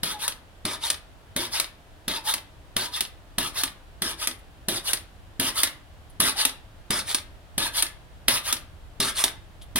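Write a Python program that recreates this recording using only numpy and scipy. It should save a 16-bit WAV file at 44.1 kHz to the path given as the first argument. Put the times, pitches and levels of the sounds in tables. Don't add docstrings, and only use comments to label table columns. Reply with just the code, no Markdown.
import sys
import numpy as np
from scipy import signal
from scipy.fft import rfft, irfft, next_fast_len
from scipy.io import wavfile

SR = 44100
rng = np.random.default_rng(int(sys.argv[2]) if len(sys.argv) > 2 else 0)


def bounce(signal):
    frames = np.transpose(np.atleast_2d(signal))
    limited = np.clip(frames, -1, 1)
    pcm = np.round(limited * 32767).astype(np.int16)
    wavfile.write(sys.argv[1], SR, pcm)


N = 431738
TIME = np.arange(N) / SR


def from_db(db):
    return 10 ** (np.asarray(db) / 20)


def rms_one(x):
    return x / np.sqrt(np.mean(x ** 2) + 1e-20)


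def at_hz(points, hz):
    freq, value = np.transpose(points)
    return np.interp(np.log(hz + 1), np.log(freq), value)


def add(track, s, sound):
    start = max(round(s * SR), 0)
    track[..., start:start + sound.shape[-1]] += sound[..., :N - start]


def lowpass(x, hz):
    return signal.sosfilt(signal.butter(2, min(hz, .45 * SR), fs=SR, output="sos"), x + 1e-18)


def highpass(x, hz, order):
    return signal.sosfilt(signal.butter(order, hz, "high", fs=SR, output="sos"), x)


def colour(x, spectrum, lift_db=0, size=1024):
    hz = np.fft.rfftfreq(size, 1 / SR)
    treble_db = lift_db * at_hz([(5000, 0), (9000, 1)], hz)
    gain = rms_one(from_db(at_hz(spectrum, hz) + treble_db))
    cepstrum = irfft(np.log(gain))
    cepstrum[1:size // 2] *= 2
    cepstrum[size // 2 + 1:] = 0
    response = irfft(np.exp(rfft(cepstrum)))
    return signal.fftconvolve(np.atleast_2d(x), response[None], axes=-1)


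def resonance(x, hz, width_hz):
    r = np.exp(-np.pi * width_hz / SR)
    feedback = [1, -2 * r * np.cos(2 * np.pi * hz / SR), r * r]
    return signal.lfilter(np.array([1, 0, -1]) * (1 - r * r) / 2, feedback, x + 1e-18)


def slow(n, hz):
    return rms_one(lowpass(rng.standard_normal(n + SR // 10), hz)[-n:])


WIND_DB, WIND_RISE_DB_PER_S, GUST_DB, WASH_DB = -52.5, 0.54, 1.3, -54.5
# frequency in Hz, relative spectrum level in dB per Hz.
GARDEN_COLOUR = [(15, -38), (25, 1), (82, -3.5), (229, -21), (309, -18.5), (394, -23), (560, -21.5),
                 (607, -19), (1130, -25.5), (1700, -26.5), (2220, -31), (3160, -30), (6050, -40.5),
                 (9840, -41), (16000, -48.5)]
# frequency in Hz, left-right correlation from -1 to 1.
AIR_LIKENESS = [(30, .1), (70, 0.6), (150, 0.97), (500, 0.63), (1500, 0.078), (5000, 0.11)]


def garden():
    size = next_fast_len(N)
    hz = np.fft.rfftfreq(size, 1 / SR)
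    mid, side = rfft(rng.standard_normal((2, size))) * from_db(at_hz(GARDEN_COLOUR, hz))
    alike = np.clip(at_hz(AIR_LIKENESS, hz), -1, 1)
    air = np.sqrt(1 + alike) * mid + np.sqrt(1 - alike) * side * [[1], [-1]]
    low = 1 / (1 + (hz / 160) ** 4)
    wind = rms_one(irfft(air * low, size)[:, :N])
    wash = rms_one(irfft(air * (1 - low), size)[:, :N])
    wind_db = WIND_DB + WIND_RISE_DB_PER_S * TIME + GUST_DB * slow(N, hz=10)
    return wind * from_db(wind_db) + wash * from_db(WASH_DB)


def scatter(t, t60, alike_below_hz):
    own = rng.standard_normal((2, len(t)))
    shared = rng.standard_normal(len(t))
    both = highpass(own, alike_below_hz, order=2) + lowpass(shared, alike_below_hz)
    return rms_one(both * from_db(-60 * t / t60)) / np.sqrt(len(t))


LEAD_S = 12 / SR


def surroundings(lag_us, ground_s, wet_db, low_t60, high_t60):
    t = TIME[:SR // 2]
    arrival = (t - LEAD_S - np.array([[lag_us], [0]]) * 1e-6) * SR
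    paving = 0.23 * lowpass(np.sinc(arrival - ground_s * SR), hz=3520)
    direct = np.sinc(arrival) + paving
    high = scatter(t, high_t60, alike_below_hz=1220)
    low = 1.87 * lowpass(scatter(t, low_t60, alike_below_hz=1300), hz=2330)
    return direct + from_db(wet_db) * (high + low) * (1 - np.exp(-t / 0.0046))


# frequency in Hz, left minus right in dB.
PORT_BALANCE = [(300, 0), (900, 0.5), (1800, 3.5), (2600, 1.5), (6000, 2), (9000, -1), (12500, -4),
                (16000, -3)]


def patio(x):
    out = np.zeros((2, N))
    starts = [max(round((row[0] - .01) * SR), 0) for row in LANDINGS]
    for start, end, (*_, lag_us) in zip(starts, starts[1:] + [N], LANDINGS):
        paths = surroundings(lag_us, ground_s=.0031, wet_db=-9.5, low_t60=0.35, high_t60=0.16)
        add(out, start / SR - LEAD_S, signal.fftconvolve(x[:, start:end], paths, axes=-1))
    size = next_fast_len(N + SR // 10)
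    balance_db = at_hz(PORT_BALANCE, np.fft.rfftfreq(size, 1 / SR))
    sides = from_db(balance_db * np.array([[.5], [-.5]]))
    return irfft(rfft(out, size) * sides, size)[:, :N]


# start in seconds, level in dB, centre in Hz, width in Hz.
RATTLES = [(4.386, -59, 10000, 3000), (6.096, -54, 10000, 500), (9.613, -46.5, 3360, 700),
           (9.618, -48.5, 10700, 1490)]


def rattles():
    out = np.zeros(N)
    t = TIME[:SR // 10]
    swell = t / 0.006 * np.exp(1 - t / 0.0062)
    for s, db, hz, width_hz in RATTLES:
        rub = rms_one(resonance(rng.standard_normal(len(t)), hz, width_hz))
        add(out, s, from_db(db) * swell * rub)
    return out


def squeak(pitch_hz, rough):
    n = len(pitch_hz)
    turn = 2 * np.pi * np.cumsum(pitch_hz * (1 + rough * slow(n, 250))) / SR
    tone = np.sin(turn) + .2 * np.sin(2 * turn)
    return np.sqrt(np.hanning(n)) * (1 + .3 * slow(n, 120)) * tone


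BOTTOM_S, SQUEAK_BEND_PER_S2 = .145, 20.8
GRIND_AT_S, GRIND_LENGTH_S, GRIND_START_HZ, GRIND_END_HZ, GRIND_DB = 6.228, .07, 2800, 1059, -25.5
# start in seconds, length in seconds,
# pitch at the bottom of the stroke in Hz, level in dB.
SQUEAKS = [(.115, .09, 833, -38.5), (.205, 0.073, 840, -40.5), (.825, 0.049, 860, -35),
           (1.53, 0.032, 843, -42), (2.137, 0.091, 887, -41), (2.243, 0.073, 813, -34),
           (2.847, .07, 966, -44.5), (6.351, 0.033, 784, -36)]


def squeaks():
    out = np.zeros((2, N))
    bottoms = np.array(LANDINGS)[:, 0] + BOTTOM_S
    for s, length, hz, db in SQUEAKS:
        nearest = bottoms[np.argmin(abs(bottoms - s))]
        from_bottom = s + TIME[:round(length * SR)] - nearest
        pitch_hz = hz * (1 + SQUEAK_BEND_PER_S2 * from_bottom ** 2)
        add(out, s, from_db(db) * squeak(pitch_hz, rough=.025))
    falling_hz = np.geomspace(GRIND_START_HZ, GRIND_END_HZ, round(GRIND_LENGTH_S * SR))
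    add(out, GRIND_AT_S, from_db(GRIND_DB) * squeak(falling_hz, rough=.12))
    return out


# frequency in Hz, width in Hz, gain over the contact noise in dB.
TUBE_MODES = [(620, 87, -13.5), (890, 70, -4), (1194, 190, -2.5), (1718, 130, -2), (2035, 100, -5.5),
              (3490, 770, -0.5), (3690, 30, -11.5), (9660, 40, -1.5), (9350, 43, -1), (10400, 360, -13.5),
              (12300, 70, -10.5)]


def tube(x):
    return x + sum(from_db(db) * resonance(x, hz, width) for hz, width, db in TUBE_MODES)


def radiated(n, apart_hz=1300):
    own = highpass(rng.standard_normal((2, n)), apart_hz, order=1)
    return rms_one(rng.standard_normal(n) + .55 * own)


COIL_SWING = 0.98


def rasp(n):
    grains = radiated(n) * from_db(rng.uniform(-7, 7, n))
    coils = np.geomspace(1000, 5000, num=12) * rng.uniform(.93, 1.07, 12)
    ringing = sum(COIL_SWING * slow(n, 14) * resonance(grains, hz, hz / 14) for hz in coils)
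    return rms_one(grains + ringing)


# frequency in Hz, relative level in dB per Hz.
SCRAPE_COLOUR = [(200, -30), (450, -12), (750, -11.5), (950, -8.5), (1700, -9), (2400, -9), (3500, -5.5),
                 (5000, -4.5), (7300, -13), (8700, -6.5), (9500, -3), (10600, -6.5), (12000, -13.5),
                 (15000, -18.5)]


def scrape(envelope, lift_db):
    n = len(envelope)
    grip_db = 1.0 * slow(n, hz=108.7)
    return colour(rasp(n) * envelope * from_db(grip_db), SCRAPE_COLOUR, lift_db)


DESCENT_DB, DESCENT_HOLD_S, SAG_DB_PER_S, HALT_DB_PER_S = -29.5, 0.093, 7.5, 517.5
DESCENT_LIFT_DB, LIFT_PER_LOAD = 1, .4
REBOUND_PEAK_SHARE, REBOUND_WIDTH_S = .83, 0.023


def slides():
    out = np.zeros((2, N))
    t = TIME[:SR // 3]
    halt_db = HALT_DB_PER_S * np.maximum(t - DESCENT_HOLD_S, 0)
    descent = from_db(DESCENT_DB - SAG_DB_PER_S * t - halt_db)
    for s, load_db, *_ in LANDINGS:
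        add(out, s, from_db(load_db) * scrape(descent, DESCENT_LIFT_DB + LIFT_PER_LOAD * load_db))
    for (s, *_), (off_s, _, rebound_db, lift_db) in zip(LANDINGS, TOP_OUTS):
        ground_s = off_s - s
        from_peak_s = t - REBOUND_PEAK_SHARE * ground_s
        rebound = np.exp(-.5 * (from_peak_s / REBOUND_WIDTH_S) ** 2) * (t < ground_s)
        add(out, s, from_db(rebound_db) * scrape(rebound, lift_db))
    return out


# frequency in Hz, relative level in dB per Hz.
SHUDDER_COLOUR = [(50, -23), (120, 1.5), (165, -16), (260, 2), (390, -1.5), (480, -9), (620, -3.5),
                  (1000, -25.5), (4000, -67)]


def shudder(t60):
    t = TIME[:SR // 3]
    return colour(rng.standard_normal(len(t)) * from_db(-60 * t / t60), SHUDDER_COLOUR, size=4096)


def impact(spectrum, lift_db, rise_s, crack_t60, rattle_db, rattle_t60):
    t = TIME[:SR // 4]
    decay = from_db(-60 * t / crack_t60) + from_db(rattle_db - 60 * t / rattle_t60)
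    envelope = decay * (1 - np.exp(-t / rise_s))
    return colour(radiated(len(t)) * envelope, spectrum, lift_db)


JOLT_DB, RECOIL_DB, RECOIL_S = -28.5, -18, .042
# frequency in Hz, relative level in dB per Hz.
SNAP_COLOUR = [(120, -21.5), (270, -12), (700, -13), (1700, -7.5), (3500, -4.5), (5000, -3), (7300, -8),
               (9500, 1), (11000, -4), (15000, -14.5)]
# time in seconds, snap level in dB,
# level in dB of the scrape that leads up to it, treble lift of that scrape in dB.
TOP_OUTS = [(0.279, -16.5, -29.5, 2), (0.9015, -14, -27.5, 3.5), (1.599, -13.5, -26.5, -1),
            (2.3382, -16, -24.5, 5.5), (3.0066, -15, -31.5, 2), (3.6347, -14.5, -26.5, 1),
            (4.2722, -15.5, -30, -1), (4.932, -14, -26, 4), (5.6327, -8.5, -24.5, 5), (6.451, -11, -24, 1),
            (7.1457, -13, -28.5, 4), (7.8234, -12.5, -24.5, 3.5), (8.526, -13.5, -26.5, 1.5),
            (9.2392, -9, -24, 4.5)]


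def top_outs():
    out = np.zeros((2, N))
    for s, snap_db, *_ in TOP_OUTS:
        snap = from_db(snap_db) * impact(SNAP_COLOUR, lift_db=0.45, rise_s=0.00014, crack_t60=0.028,
                                         rattle_db=-16.5, rattle_t60=0.2)
        ping = from_db(2) * resonance(snap, hz=9280, width_hz=16)
        add(out, s, snap + ping)
        add(out, s, from_db(snap_db + JOLT_DB) * shudder(t60=0.14))
        again_s = rng.normal(RECOIL_S, .002)
        recoil = impact(SNAP_COLOUR, lift_db=-11, rise_s=0.00068, crack_t60=0.037,
                        rattle_db=-19, rattle_t60=0.09)
        add(out, s + again_s, from_db(snap_db + RECOIL_DB) * recoil)
    return out


def push(hz, t60):
    t = TIME[:SR // 20]
    return np.sin(2 * np.pi * hz * t) * from_db(-60 * t / t60) * (1 - np.exp(-t / 0.0021))


USUAL_THUD_DB, CLACK_LIFT_DB, LIFT_PER_THUD = -36.5, 5.5, 0.75
PUSH_DB, SCUFF_DB = 18, -20
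# frequency in Hz, relative level in dB per Hz.
CLACK_COLOUR = [(200, -2), (700, -9), (1700, -2.5), (3500, -2.3), (5000, -1), (7300, -12.5), (9500, -1.5),
                (11000, -5.5), (15000, -17)]
# time in seconds, load on the spring in dB above an ordinary bounce,
# clack level in dB, thud level in dB, lag of the left port in microseconds.
LANDINGS = [(0.0325, -2.5, -18, -39, 71), (0.652, -3.5, -20.5, -35.5, 39.5),
            (1.363, -2.5, -19.5, -35.5, 70), (2.0803, -3.5, -19.5, -39, 58), (2.7652, -2, -16, -39, 57),
            (3.3831, -2, -16.5, -36, 66.6), (4.02, -2, -18.5, -38.5, 86), (4.6845, -1, -16.5, -34.5, 81),
            (5.3976, 2.5, -16.5, -33, 71), (6.2013, 5.5, -10.5, -33, 86), (6.9056, 1.5, -16.5, -34.5, 39.4),
            (7.5796, 0, -17.5, -37, 83), (8.2818, 4, -9.5, -39, 71), (9.0018, 2.5, -16, -34, 29.6),
            (9.7584, 5.5, -16.5, -33, 68)]


def landings():
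    out = np.zeros((2, N))
    for s, _, clack_db, thud_db, _ in LANDINGS:
        lift_db = CLACK_LIFT_DB + LIFT_PER_THUD * (thud_db - USUAL_THUD_DB)
        add(out, s - .003, from_db(thud_db + PUSH_DB) * push(hz=190, t60=0.028))
        scuff = colour(np.linspace(0, 1, SR // 200) * radiated(SR // 200), SCRAPE_COLOUR)
        add(out, s - .004, from_db(clack_db + SCUFF_DB) * scuff)
        add(out, s, from_db(thud_db) * shudder(t60=0.36))
        clack = impact(CLACK_COLOUR, lift_db, rise_s=0.0004, crack_t60=0.028,
                       rattle_db=-13.0, rattle_t60=0.17)
        add(out, s, from_db(clack_db) * clack)
    return out


def scene():
    steel = tube(landings() + slides() + top_outs())
    return patio(steel + squeaks() + rattles()) + garden()


def record(dry):
    rounded = .8 * np.tanh(dry / .8)
    return signal.sosfilt(signal.ellip(10, .1, 80, 15900, fs=SR, output="sos"), rounded)


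dry = scene()
out = record(dry)
bounce(out)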